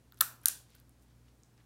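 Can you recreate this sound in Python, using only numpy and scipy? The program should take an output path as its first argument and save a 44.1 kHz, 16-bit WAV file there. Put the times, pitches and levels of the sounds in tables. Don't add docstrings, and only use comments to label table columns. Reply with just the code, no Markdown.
import sys
import numpy as np
from scipy import signal
from scipy.fft import rfft, irfft
from scipy.io import wavfile
from scipy.ndimage import uniform_filter1d

SR = 44100
rng = np.random.default_rng(int(sys.argv[2]) if len(sys.argv) > 2 else 0)


def wav_record(signal):
    frames = np.transpose(np.atleast_2d(signal))
    bounded = np.clip(frames, -1, 1)
    quanta = np.round(bounded * 32767).astype(np.int16)
    wavfile.write(sys.argv[1], SR, quanta)


def ratio(d):
    e = np.asarray(d, float) / 20
    return 10 ** e


N = 72765

LEAD_S = .0006


def evened(x):
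    return x / np.sqrt(np.mean(x ** 2) + 1e-20)


def read(points, hz):
    f, value = np.transpose(points)
    return np.interp(np.log(hz + 1), np.log(f + 1), value)


def add(mix, s, sound):
    part = mix[round(s * SR):][:len(sound)]
    part += sound[:len(part)]


def bell(hz, centre_hz, octaves):
    return np.exp(-.5 * (np.log2((hz + 1) / centre_hz) / octaves) ** 2)


def ring(t, hz, width_hz):
    u = np.pi * width_hz * t
    return u * np.exp(1 - u) * np.sin(2 * np.pi * hz * t)


def hiss():
    # (frequency [Hz], level per Hz [dB])
    hiss_shape = [(30, -47.5), (46, -14), (75, -2.5), (280, -9), (600, -17.5), (3000, -28), (9000, -30),
                  (16000, -35.5)]
    frames, hz = N // 256 + 5, np.fft.rfftfreq(1024, 1 / SR)
    a, b, patches = rng.standard_normal((frames, 513, 3)).T
    patches = uniform_filter1d(patches, size=14, axis=0)
    patches = evened(uniform_filter1d(patches, size=12, axis=1))
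    z = (a + 1j * b) * ratio(read(hiss_shape, hz)[:, None] + 0.4 * patches)
    return ratio(-68) * evened(signal.istft(z, nperseg=1024, noverlap=768)[1][:N])


def hum():
    # (frequency [Hz], rms level [dB])
    tones = [
        (60, -69),
        (120, -67.5),
        (241, -78.5),
        (276, -81.5),
    ]
    wobble, width_hz = 0.43, 5.4
    out, t = np.zeros(N), np.arange(N) / SR
    r = np.exp(-np.pi * width_hz / SR)
    for f, db in tones:
        re, im = signal.lfilter([1], [1, -2 * r, r * r], rng.standard_normal((2, N)))
        waver = 1 + wobble * (evened(re) + 1j * evened(im))
        out += ratio(db) * evened((waver * np.exp(2j * np.pi * f * t)).real)
    return out


def room(x):
    # (frequency [Hz], T60 [s])
    decay = [(500, 1), (1320, 0.31), (3480, 0.35), (9190, 0.27)]
    # (frequency [Hz], level [dB])
    colour = [(400, -5), (1000, 1.5), (2200, 7.5), (3500, 12), (6000, 9), (9000, 5.5), (12000, 1.5),
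              (16000, 2.5)]
    gap_s, rise_s, tail_db = .0065, .004, -10
    hz, t, z = signal.stft(rng.standard_normal(SR // 2), SR, nperseg=128)
    fading = ratio(read(colour, hz)[:, None] - 60 * t / read(decay, hz)[:, None])
    tail = signal.istft(z * fading, SR, nperseg=128)[1]
    tail = tail * np.clip((np.arange(len(tail)) / SR - gap_s) / rise_s, 0, 1)
    return signal.fftconvolve(x, ratio(tail_db) * tail / np.linalg.norm(tail))


def rubs():
    # (start [s], length [s], level [dB], centre frequency [Hz])
    pushes = [
        (.17, 0.023, -66.5, 4030),
        (.421, 0.028, -69, 2800),
        (.66, 0.17, -70, 3177),
        (1.0, 0.062, -76.5, 8950),
        (1.05, 0.11, -80, 2400),
        (1.24, 0.095, -75.5, 2586),
        (1.56, 0.069, -72.5, 1670),
    ]
    out, size = np.zeros(N), 8000
    hz, t = np.fft.rfftfreq(size, 1 / SR), np.arange(size) / SR
    for s, length_s, db, centre_hz in pushes:
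        grain_db = 3 * evened(uniform_filter1d(rng.standard_normal(size), size=90))
        rough = rng.standard_normal(size) * ratio(grain_db)
        sound = evened(irfft(rfft(rough) * bell(hz, centre_hz, octaves=1)))
        swell = np.sin(np.pi * np.minimum(t / length_s, 1))
        add(out, s, ratio(db) * sound * swell)
    return out


def slip(s, level_db, bright_hz, burst_ms, low_db, mid_db):
    # (frequency [Hz], width [Hz], level [dB])
    low_modes = [
        (1395, 422, 0),
        (1686, 420, -11.5),
        (818.6, 1600, -17),
    ]
    # (frequency [Hz], width [Hz], level [dB])
    mid_modes = [
        (3780, 760, -4),
        (4200, 870, -3),
        (4880, 1400, -10),
    ]
    rattle_db, rattle_t60_s = -27, .014
    low_lag_s = .0007
    wall_s, wall_db = .0096, -4
    thud_hz, thud_ms = 4500, 0.026
    low_send_db, thud_send_db = 3, -6
    t = np.arange(900) / SR - LEAD_S
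    burst = -np.exp(-.5 * (t * 1000 / max(burst_ms, .05)) ** 2) * np.cos(2 * np.pi * bright_hz * t)

    hits = rng.standard_normal(len(t)) * ratio(rattle_db - 60 * t / rattle_t60_s) * (t > -LEAD_S / 2)
    rattle = np.convolve(hits, burst[:56])[:len(t)]

    stiff = 1.1 if s > .3 else 1
    late, after = np.maximum(t - low_lag_s, 0), np.maximum(t, 0)
    low = ratio(low_db) * sum(ratio(db) * ring(late, f * stiff, w) for f, w, db in low_modes)
    mid = ratio(mid_db) * sum(ratio(db) * ring(after, f * stiff, w) for f, w, db in mid_modes)
    wall = ratio(wall_db) * np.roll(low, round(wall_s * SR)) * (t > wall_s)
    near = burst + rattle + low + mid + wall

    thud = np.exp(-.5 * (t * 1000 / thud_ms) ** 2) * np.cos(2 * np.pi * thud_hz * t)
    sent = burst + rattle + ratio(low_send_db) * low - ratio(thud_send_db + mid_db / 2) * thud
    return ratio(level_db) * near, ratio(level_db) * sent


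def slips():
    snap_times = [.20735, .20772, .20912, .2096, .21132, .21305, .21375, .21505, .21665, .45813, .45845,
                  .46185, .48415, .48447, .48595, .48845]
    tick_times = [.1224, .1445, .1735, .1851, .1896, .2014, .4161, .4349, .4388, .4465, .704, .7488, .7522,
                  .764, .7978, .8002, .8946, .996, 1.025, 1.354, 1.4345, 1.578]
    # (level [dB], brightest frequency [Hz], burst [ms], low ring [dB], mid ring [dB])
    snaps = [(-16, 12900, .07, -10, -9), (-19, 12100, .07, -14, -9), (-3, 10300, .055, -22, -15),
             (-15, 11000, .06, -30, -14), (-4, 12400, .055, -20, -16), (-3, 13300, .11, -24, -30),
             (-14, 13100, .1, -26, -26), (-18, 12800, .07, -20, -22), (-22, 12600, .06, -20, -22),
             (2, 11300, .05, -33, -20), (-9, 11300, .055, -38, -17), (-25, 11800, .06, -30, -30),
             (-5.5, 10600, .05, -32, -22), (-12, 9600, .06, -30, -18), (-15, 12500, .06, -23, -24),
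             (-23, 11600, .07, -26, -24)]
    ticks = [(-43, 14000, 0.11, -11, -7.5), (-47.5, 9400, .06, -22, -25), (-48, 12100, .055, -17, -14),
             (-54, 11000, 0.071, -25, -15.5), (-45, 11500, .1, -20.5, -20), (-38, 17000, .08, -25.5, -27),
             (-52, 10200, .2, -33.5, -29.5), (-42.5, 33000, .05, -39, -31), (-49, 11500, .15, -4.5, -44),
             (-47.5, 11800, .055, -36, -35), (-51.5, 11000, 0.075, -28, -29), (-54, 6040, 0.054, -6, -12),
             (-39.5, 12600, 0.055, -24.5, -27), (-53, 13000, 0.079, -23, -18), (-57, 11000, .05, -25, -25),
             (-42, 13000, .05, -28, -22), (-47, 10700, 0.067, -39, -26), (-59, 7800, .06, -38, -35),
             (-54.5, 8400, .06, -42, -42), (-61.5, 13000, .06, -35, -35), (-47, 6800, 0.12, -46, -17),
             (-57, 6105, 0.063, -14, -6)]
    out = np.zeros(N)
    for s, row in zip(snap_times + tick_times, snaps + ticks):
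        near, sent = slip(s, *row)
        add(out, s - LEAD_S, near)
        add(out, s - LEAD_S, room(sent))
    return out


def scene():
    return (hiss() + hum() + rubs() + slips())[None]


def roll_off(x):
    return signal.sosfilt(signal.butter(12, 17150, fs=SR, output="sos"), x)


def record(dry):
    low_pass = signal.firwin(255, 15950, window=("kaiser", 8), fs=SR)
    mix = signal.oaconvolve(dry, low_pass[None], "same")
    return roll_off(mix)


dry = scene()
out = record(dry)
wav_record(out)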